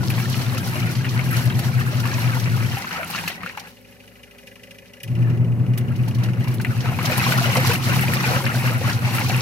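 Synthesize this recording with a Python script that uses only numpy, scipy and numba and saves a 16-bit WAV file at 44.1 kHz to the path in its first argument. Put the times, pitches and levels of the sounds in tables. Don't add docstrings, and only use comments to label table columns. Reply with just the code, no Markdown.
import sys
import numpy as np
from scipy import signal
from scipy.fft import rfft, irfft, next_fast_len
from scipy.io import wavfile
from scipy.ndimage import uniform_filter1d
from numba import njit

SR = 44100
rng = np.random.default_rng(int(sys.argv[2]) if len(sys.argv) > 2 else 0)


def generate_wav(sig):
    pcm = np.round(np.clip(np.atleast_2d(sig).T, -1, 1) * 32767).astype(np.int16)
    wavfile.write(sys.argv[1], SR, pcm)


N = 414981
T = np.arange(N) / SR

# on t/s, off t/s, time of fullest throb t/s, left re right level/dB, lag of lower lines/rad
MOTOR_RUNS = [(-.5, 2.73, 2.665, 1, 2.04), (5.032, 10, 5.91, -1.5, 0.77)]
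# t/s, splash level/dB, spray level/dB
CHURN_LEVELS = [(0, -34.5, -41.5), (.15, -32, -37), (.27, -35.5, -39), (.56, -36.5, -41), (.9, -32, -38),
                (1.0, -37.5, -42), (1.2, -33.5, -41.5), (1.35, -31, -37), (1.55, -35, -39.5),
                (1.97, -32.5, -41), (2.03, -32.5, -36), (2.3, -31.5, -38), (2.6, -34.5, -40),
                (2.75, -31.5, -36.5), (2.98, -34, -44), (3.2, -32, -37.5), (3.34, -37, -42.5),
                (3.4, -39, -55.5), (3.47, -40.5, -46.5), (3.54, -45.5, -53.5), (3.68, -45, -52.5),
                (3.75, -59.5, -58.5), (5.02, -57.5, -63), (5.13, -48, -58), (5.2, -41.5, -58),
                (5.33, -47.5, -59), (5.45, -51, -63.5), (6.1, -42.5, -55), (6.75, -38.5, -47),
                (6.87, -31, -42), (6.96, -37.5, -46.5), (7.08, -26.5, -34), (7.22, -25.5, -31.5),
                (7.39, -26.5, -32), (7.45, -25.5, -33), (7.73, -23.5, -31), (7.79, -32.5, -40),
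                (7.87, -26.5, -32), (8.3, -25.5, -33), (8.4, -31, -35.5), (8.66, -25, -35),
                (8.74, -33.5, -40.5), (8.9, -28, -33.5), (9.0, -33.5, -42), (9.17, -24, -32.5),
                (9.26, -31.5, -35), (9.4, -27.5, -35)]
# f/Hz, relative level/dB per Hz
SPLASH_SPECTRUM = [(800, -20), (1300, -11.5), (2000, -6), (2800, -6), (3300, -22.5), (4500, -21)]
SPRAY_SPECTRUM = [(2900, -2), (3440, -6), (4250, -2.5), (4790, -5), (5880, -4.5), (6630, -9), (8310, -24.5),
                  (9000, -36)]
FOAM_SPECTRUM = [(7000, -7.5), (8300, -4.5), (10900, 1), (12500, 2.5), (14500, -2.5), (15800, -5)]
LANDING_S = .007


def undb(db):
    return 10 ** (np.asarray(db) / 20)


def unit(x):
    return x / np.sqrt(np.mean(x ** 2))


def columns(table):
    s, *values = np.transpose(table)
    return [np.interp(T, s, v) for v in values]


def colour(x, points):
    size = next_fast_len(N)
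    hz, db = np.transpose(points)
    log_hz = np.log(np.arange(size // 2 + 1) * SR / size + 1)
    gain = undb(np.interp(log_hz, np.log(hz), db, -120, db[-1] - 20))
    return irfft(rfft(x, size) * gain, size)[..., :N]


def walk(rate_hz):
    hold = int(SR / rate_hz)
    steps = np.repeat(rng.standard_normal(N // hold + 1), hold)
    smooth = uniform_filter1d(uniform_filter1d(steps, hold), hold)
    return unit(smooth[:N])


def noise_pair(alike):
    share = np.clip(alike, 0, 1)
    common, left, right = rng.standard_normal((3, N))
    return np.sqrt(share) * common + np.sqrt(1 - share) * np.array([left, right])


@njit
def ring(rows, n, sr):
    out = np.zeros((2, n + 64))
    for r in rows:
        start, length, lag = int(r[0]), int(r[2] * sr), int(r[6])
        fade = 1000. ** (-1. / (length + 1))
        rise = np.exp(-1. / (r[7] * sr))
        phase, size, gap = 0., 1., 1.
        for i in range(min(length, n - start)):
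            phase += 2 * np.pi * r[1] * (1 + r[3] * i / length) / sr
            size *= fade
            gap *= rise
            v = size * (1 - gap) * np.sin(phase)
            out[0, start + i] += r[4] * v
            out[1, start + i + lag] += r[5] * v
    return out[:, :n]


def bubbles(count, lo_hz, hi_hz, cycles, spread_db, glide, busy):
    at, pitch, size, life, place, pan = rng.random((count, 6)).T
    start = np.searchsorted(np.cumsum(busy) / busy.sum(), at)
    hz = lo_hz * (hi_hz / lo_hz) ** pitch
    gain = undb(np.minimum(-spread_db * np.log(1 - size), 16))
    side = undb(4 * (pan - .5))
    t60_s = cycles * (0.5 + life) / hz
    rows = [start, hz, t60_s, glide * life, gain * side, gain / side, 14 * place, 0.69 / hz]
    return unit(ring(np.column_stack(rows), N, SR))


def bursts(s, db, t60_s, rise_s):
    spikes = np.zeros(N)
    np.add.at(spikes, (np.asarray(s) * SR).astype(int), undb(db))
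    tail = signal.lfilter([1], [1, -1000 ** (-1 / (t60_s * SR))], spikes)
    return uniform_filter1d(tail, 2 * int(rise_s * SR / 2) + 1)


def power(on_s, off_s):
    rise_s, fall_s = .07, .03
    build = 1 - np.exp(-np.clip(T - on_s, 0, None) / rise_s)
    return build * np.exp(-np.clip(T - off_s, 0, None) / fall_s)


def room():
    # f/Hz, relative level/dB per Hz
    air_spectrum = [(15, -35), (25, -19), (102, 0), (241, 5.5), (333, -8), (555, 5.5), (652, -21),
                    (746, -4), (1180, -25.5), (2020, -10), (2870, -12), (3470, -26), (7580, -27),
                    (12300, -19), (15700, -32)]
    # f/Hz, rms level/dB
    hum_lines = [(59.2, -61), (107.7, -57.5), (187, -59), (247.6, -57.5), (403.7, -61.5), (581.4, -65.5)]
    air_db, waver_db = -51.5, 1.5
    air = unit(colour(noise_pair(0.43), air_spectrum)) * undb(air_db + waver_db / 3 * walk(7.0))
    hum = 0
    for hz, db in hum_lines:
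        gain = np.sqrt(2) * undb(db + waver_db * walk(7.0))
        hum = hum + gain * np.sin(2 * np.pi * hz * T + 1.0 * walk(5.8))
    return air + hum


def timer():
    pace_marks = [*range(17), 18, 24, 26, 29, 32, 36]
    # t/s, level/dB
    pace = [(3.768, -39), (3.846, -40.5), (3.9224, -39.5), (4.001, -39), (4.076, -37.5), (4.154, -39.5),
            (4.2316, -33), (4.309, -37), (4.384, -34.5), (4.471, -32), (4.556, -34), (4.6335, -33),
            (4.708, -31.5), (4.7837, -33), (4.857, -38.5), (4.934, -33.5), (5.0021, -33), (5.151, -32.5),
            (5.5926, -38.5), (5.735, -33), (5.9573, -36), (6.1848, -30), (6.48, -33)]
    # f/Hz, level/dB, t60/s
    case_modes = [(544, -4.5, 0.11), (1720, 1.5, 0.027), (2007, 2.5, 0.045), (2310, -3, 0.048),
                  (2480, 2, 0.039), (2800, -1.5, 0.037), (2930, -3.5, 0.029), (3970, -24, 0.02)]
    # f/Hz, relative level/dB per Hz
    scrape_spectrum = [(3000, 6), (4200, -5), (5700, 0.5), (7500, -12), (11000, -5), (14000, -11)]
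    tock_at, tock_db, scatter_db = 0.5, -6, 0.5
    switch_s, switch_db = 5.0323, -28
    tick_tilt_db, tock_tilt_db = -0.5, -12
    # delay/s, level/dB, tilt/dB per octave
    contacts = [(0, 8, 20), (.003, 3, 10), (.009, -2, -8)]

    beat = np.arange(2 * pace_marks[-1] + 1)
    is_tock = beat % 2
    number = beat // 2 + tock_at * is_tock
    s, db = (np.interp(number, pace_marks, c) for c in np.transpose(pace))
    db = db + tock_db * is_tock + scatter_db * rng.standard_normal(len(beat))
    s, db, is_tock = np.append(s, switch_s), np.append(db, switch_db), np.append(is_tock, 0)
    rows = []
    for at, beat_db, tock in zip(s, db, is_tock):
        for late_s, contact_db, contact_tilt_db in contacts:
            for hz, mode_db, t60_s in case_modes:
                detune, left_db, right_db, jitter = rng.standard_normal(4)
                octaves = np.log2(np.clip(hz, 1500, 2900) / 2400)
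                tilt_db = (tick_tilt_db + contact_tilt_db + tock * tock_tilt_db) * octaves
                level_db = beat_db - 16.5 + contact_db + mode_db + tilt_db
                gain = undb(level_db + 2.0 * np.array([left_db, right_db]))
                start = (at + late_s + 0.00147 * abs(jitter)) * SR
                rows.append([start, hz * (1 + 0.012 * detune), t60_s, 0, *gain, 0, .0008])
    scrape = unit(colour(noise_pair(0.18), scrape_spectrum))
    scrape = scrape * bursts(s, 1.7 * (db + 38.0) - 54, t60_s=0.08, rise_s=.002)
    spark = unit(colour(noise_pair(0.12), FOAM_SPECTRUM))
    spark = spark * bursts([switch_s], switch_db - 4.0, t60_s=0.052, rise_s=.003)
    return ring(np.array(rows), N, SR) + scrape + spark


def rumble():
    # f/Hz, relative level/dB per Hz
    boom_spectrum = [(40, -16), (60, -19), (100, -3.5), (148, -9.5), (166, 2.5), (177, -2.5), (190, -2.5),
                     (210, -7.5), (238, -8.5), (280, -13.5), (360, -13.5), (430, -21.5), (600, -24.5),
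                     (1000, -34), (2000, -43.5)]
    running_db, slosh_db = -29.5, -6
    kick_db, kick_s = 5, 0.61
    grip_s, idle_share = .11, .4
    drive = 0
    for on, off, *_ in MOTOR_RUNS:
        load = idle_share * power(on, off) + (1 - idle_share) * power(on + grip_s, off)
        drive = drive + load * undb(running_db + kick_db * np.exp(-np.abs(T - on) / kick_s))
    splash_db, _ = columns(CHURN_LEVELS)
    level = np.hypot(drive, undb(splash_db + slosh_db))
    return unit(colour(noise_pair(0.79), boom_spectrum)) * level * undb(0.85 * walk(14))


def thuds():
    # t/s, level/dB
    knocks = [(2.919, -29), (2.959, -26), (3.14, -35), (3.247, -21), (3.4, -29), (3.433, -23.5)]
    # f/Hz, level/dB, t60/s
    tub_modes = [(172.4, 0.5, 0.11), (112, -10, 0.11), (260, -9, 0.08)]
    rows = []
    for s, db in knocks:
        for hz, mode_db, t60_s in tub_modes:
            gain = undb(db + mode_db)
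            rows.append([s * SR, hz, t60_s, 0, gain, gain, 0, .006])
    return ring(np.array(rows), N, SR)


def drops():
    # t/s, spray level/dB, foam level/dB
    landings = [(0.0994, -32, -34), (0.579, -27.5, -39), (0.7991, -32, -42), (0.9532, -34, -56),
                (1.091, -29, -48), (1.3094, -38, -34), (1.366, -26.5, -36), (1.455, -40, -37),
                (1.5913, -32, -36), (2, -28.5, -41), (2.138, -29, -52), (2.3975, -32, -42),
                (3.102, -41, -36), (3.158, -25.5, -46), (3.279, -26.5, -32.5), (3.5733, -41, -50),
                (3.596, -34, -46), (5.777, -35, -35.5), (5.9604, -42, -52), (6.082, -36, -43.5),
                (6.1475, -37, -47), (6.236, -31.5, -42.5), (6.4403, -41, -49), (6.4804, -38, -44),
                (6.5415, -42, -40), (6.6134, -35, -41), (6.806, -31.5, -56), (7.0546, -20, -34),
                (7.1764, -25, -27.5), (7.3756, -25, -33), (7.5673, -21, -35), (7.6707, -35, -29.5),
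                (7.735, -26, -32), (8.1364, -30, -30.5), (8.9286, -28, -46), (9.191, -38, -36)]
    s, spray_db, foam_db = np.transpose(landings)
    spray = unit(colour(noise_pair(0.13), SPRAY_SPECTRUM))
    spray = spray * bursts(s, spray_db + 1.5, t60_s=0.061, rise_s=LANDING_S)
    foam = unit(colour(noise_pair(0.093), FOAM_SPECTRUM))
    foam = foam * bursts(s, foam_db + 8.0, t60_s=0.059, rise_s=LANDING_S)
    return spray + foam


def slaps():
    # t/s, level/dB, bubble f/Hz, pitch glide as a share
    hits = [(0.103, -16, 2560, 0.11), (0.18, -20.5, 1080, -0.069), (0.2, -21, 2370, -0.16),
            (0.2274, -25.5, 5250, 0.77), (0.3426, -21.5, 2860, 0.18), (0.4194, -26, 2620, -0.19),
            (0.4643, -24, 3500, 0.36), (0.4978, -24, 4060, .1), (0.546, -23, 1033, 0.54),
            (0.5721, -21, 2550, -0.043), (0.7991, -27, 6260, .05), (0.9532, -21.5, 4500, -0.032),
            (1.0455, -20.5, 2860, .05), (1.065, -27, 2720, -0.3), (1.051, -21, 1430, -0.015),
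            (1.193, -15, 2260, -0.098), (1.31, -28.5, 2880, -0.026), (1.501, -16.5, 3080, 0.21),
            (1.59, -24, 774, 0.16), (1.5913, -21, 4260, 0.32), (1.8108, -23.5, 3110, 0.089),
            (2.055, -18, 1110, 0.24), (2.139, -25, 6300, 0.48), (2.183, -18.5, 985, -0.0023),
            (2.3984, -22, 5350, 0.67), (2.458, -20, 2300, -0.033), (2.771, -18, 765, 0.17),
            (2.844, -22, 1030, .1), (2.879, -28, 2120, -0.2), (2.911, -20, 1460, 0.34),
            (2.946, -23, 860, 0.2), (2.96, -22, 1290, 0), (3.011, -26, 1480, -0.18),
            (3.03, -16.5, 2220, 0.24), (3.1, -23, 800, 0.25), (3.148, -16.5, 1320, 0.53),
            (3.16, -21, 1920, .05), (3.18, -18.5, 1670, 0.38), (3.187, -16, 2540, -0.15),
            (3.238, -22, 940, 0), (3.277, -11, 2590, 0), (3.3, -24.5, 704, 0.12), (3.407, -31, 1990, 0.013),
            (3.433, -19.5, 1210, 0.35), (3.462, -18, 1456, -0.029), (3.475, -26, 2250, 0.75),
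            (3.496, -23, 1890, -0.38), (3.574, -18.5, 910, -0.49), (3.603, -34, 785, -0.032),
            (5.777, -25, 2830, 0.43), (6.078, -25, 740, 1.9), (6.236, -26, 694, 0.97),
            (6.287, -27.5, 1640, -0.61), (6.444, -25, 970, .2), (6.474, -25, 970, 0.63),
            (6.6, -20.5, 1540, -0.16), (6.648, -13, 1990, 0.22), (6.842, -25, 710, -0.049),
            (6.858, -19, 926, .1), (6.988, -14, 874, 2.1), (7.012, -21, 1340, -0.048),
            (7.045, -18.5, 646, 0.55), (7.071, -22, 747, 0.07), (7.098, -14.5, 585, 0.36),
            (7.135, -19, 800, .2), (7.215, -15, 1580, -0.24), (7.24, -13, 2290, 0.12),
            (7.322, -9, 1475, -0.0087), (7.499, -12.5, 2030, -0.11), (7.572, -11, 724, -0.13),
            (7.657, -17, 2200, -0.2), (7.712, -13, 970, 0.041), (7.934, -15, 1050, -0.25),
            (7.994, -14.5, 2640, 0.6), (8.036, -16, 748, 0.62), (8.135, -14, 1850, -0.024),
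            (8.24, -15, 885, -0.035), (8.442, -18, 1550, 0.3), (8.465, -12, 1750, 0.26),
            (8.64, -20, 520, .1), (8.81, -24, 497, -0.14), (8.878, -19.5, 624, -0.31),
            (8.896, -16, 1600, .2), (9.184, -14.5, 1410, -0.041), (9.211, -15, 794, 0.37),
            (9.297, -14, 707, 0.65), (9.345, -14.5, 2620, -0.16)]
    crack_hz = [1780, 3400, 6040, 11000]
    crack_db = -5.5
    s, db, hz, glide = np.transpose(hits)
    pan, late = rng.random((len(s), 2)).T
    side, gain = undb(5.7 * (pan - .5)), undb(db - 4.5)
    start, zero = s * SR, 0 * s
    t60_s = (30 + 0.012 * hz) / hz
    first = np.column_stack([start, hz, t60_s, glide, gain * side, gain / side, zero, 0.3 / hz])
    second = first * [1, 1.22, 0.6, 0.5, 0.53, 0.48, 1, 1.7]
    second[:, 0] += (0.0082 + 0.021 * late) * SR
    crack = undb(db + crack_db)
    cracks = []
    for f in crack_hz:
        cracks.append(np.column_stack([start, zero + f, zero + 2.4 / f, zero,
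                                       crack * side, crack / side, zero, zero + 0.076 / f]))
    splash = unit(colour(noise_pair(0.37), SPLASH_SPECTRUM))
    splash = splash * bursts(s, db - 10, t60_s=0.08, rise_s=0.00072)
    return ring(np.vstack([first, second, *cracks]), N, SR) + splash


def water():
    # f/Hz, relative level/dB per Hz
    gurgle_spectrum = [(300, -30), (480, -24), (750, 17), (1100, 11), (1500, 9), (2200, -51)]
    gurgle_db = -5.5
    wave_db, flicker_db = 0.42, 1.0
    spatter_count = 420
    splash_db, spray_db = columns(CHURN_LEVELS)
    surge = .7 * walk(22)

    gurgle = bubbles(count=2000, lo_hz=460, hi_hz=1400, cycles=46, spread_db=3, glide=0.12,
                     busy=undb(2.5 * surge + 5 * walk(25)))
    gurgle_rush = unit(colour(noise_pair(0.77), gurgle_spectrum)) * undb(2.9 * surge)
    gurgle = unit(gurgle + 0.71 * gurgle_rush)

    splash = bubbles(count=3800, lo_hz=1256, hi_hz=2930, cycles=80, spread_db=3.5, glide=0.08,
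                     busy=undb(2.5 * surge + 5 * walk(35)))
    plops = bubbles(count=1500, lo_hz=890, hi_hz=3070, cycles=22, spread_db=4.0, glide=0.2,
                    busy=undb(4.0 * surge))
    splash_rush = unit(colour(noise_pair(0.56), SPLASH_SPECTRUM)) * undb(2.2 * surge + 1.0 * walk(30))
    splash = unit(splash + 0.55 * plops + .58 * splash_rush)

    fizz = bubbles(count=16000, lo_hz=2804, hi_hz=14580, cycles=78, spread_db=4.0, glide=0.18,
                   busy=undb(2.5 * surge + 7 * walk(70)))
    at, size = rng.random((spatter_count, 2)).T
    spatter_db = np.minimum(-3.5 * np.log(1 - size), 12) - 9
    spatter = bursts(at * (N - 1) / SR, spatter_db, t60_s=0.11, rise_s=LANDING_S)
    crackle = bubbles(count=2200, lo_hz=3100, hi_hz=13600, cycles=3.2, spread_db=4, glide=0.56,
                      busy=undb(3.0 * surge + 6 * walk(40)))
    hiss = noise_pair(0.052) * (1 + spatter) * undb(1.3 * surge)
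    rush = 0.5 * fizz + 0.41 * crackle + hiss
    froth = rush + 1.04 * np.roll(crackle, N // 3, axis=1)
    spray = unit(colour(rush, SPRAY_SPECTRUM)) * undb(flicker_db * walk(30) + 0.5)
    foam = unit(colour(froth, FOAM_SPECTRUM)) * undb(flicker_db * walk(30) - 2.5)

    low = gurgle * undb(splash_db + gurgle_db) + splash * undb(splash_db)
    return low + (spray + foam) * undb(spray_db + wave_db * walk(10))


def motor():
    # t/s, level/dB
    mains = [(0, -24), (.4, -30), (.8, -30.5), (1.5, -23.5), (2.2, -25), (2.7, -23), (5.08, -18.5),
             (5.14, -27), (5.155, -16), (5.35, -18.5), (5.7, -22), (6.05, -24.5), (6.3, -20), (6.8, -26.5),
             (7.05, -32), (7.3, -23), (7.75, -35), (8.2, -45), (8.55, -25), (9.4, -28.5)]
    # f/Hz, relative level/dB per Hz
    frame_spectrum = [(35, -38), (52, -34), (75, -42), (95, -11), (115, -2), (132, 0), (145, -48)]
    # multiple of hum_hz, multiple of throb_hz, level/dB re upper line
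    overtones = [(1, -2, -17), (1, 2, -19), (2, -1, -14), (2, 0, -17), (2, 1, -18), (3, 0, -27)]
    hum_hz, throb_hz, paddle_hz = 119.76, 10.15, 4.1
    upper_mean_db, lower_mean_db, wander_db = -25, -34.5, 0.5
    (main_db,) = columns(mains)
    frame = undb(-27.5) * unit(colour(noise_pair(0.86), frame_spectrum))
    waver_rad = 0.08 * walk(3.1)
    upper_db = upper_mean_db + wander_db * walk(2.5) + 1.0 * np.sin(2 * np.pi * paddle_hz * T)
    lower_db = lower_mean_db + 2 * wander_db * walk(2.7)
    lines = [(1, 0, main_db), (1, 1, upper_db), (1, -1, lower_db)]
    lines += [(m, k, upper_db + db) for m, k, db in overtones]
    field = 2 * np.pi * hum_hz * T
    out = 0
    for on, off, fullest, pan_db, lag in MOTOR_RUNS:
        throb = 2 * np.pi * throb_hz * (T - fullest) + waver_rad
        hum = 0
        for m, k, db in lines:
            hum = hum + np.sqrt(2) * undb(db) * np.sin(m * field + k * throb - lag * (k < 0))
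        out = out + power(on, off) * (hum + frame) * undb([[pan_db / 2], [-pan_db / 2]])
    return out


def scene():
    return room() + timer() + rumble() + thuds() + drops() + slaps() + water() + motor()


def record(dry):
    # f/Hz, left re right level/dB, left lead/rad
    ports_table = [(60, 5, -.7), (120, 3.5, -.7), (230, .8, -.27), (400, 0, 0), (700, 2, .1),
                   (1400, 2.2, .7), (2400, 2.2, 1), (4400, -2.6, 1), (8000, 2.4, 1), (16000, 0, 1)]
    bass_cut_hz, top_hz = 45, 15860
    size = next_fast_len(N + SR)
    hz, pan_db, lead_rad = np.transpose(ports_table)
    log_hz = np.log(np.arange(size // 2 + 1) * SR / size + 1)
    level = undb(np.interp(log_hz, np.log(hz), pan_db) / 2)
    half = level * np.exp(.5j * np.interp(log_hz, np.log(hz), lead_rad))
    ports = irfft(rfft(dry, size) * np.array([half, 1 / half]), size)[:, :N]
    ports = signal.sosfilt(signal.butter(2, bass_cut_hz, "high", fs=SR, output="sos"), ports)
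    return signal.sosfilt(signal.ellip(12, .2, 80, top_hz, fs=SR, output="sos"), ports)


dry = scene()
out = record(dry)
generate_wav(out)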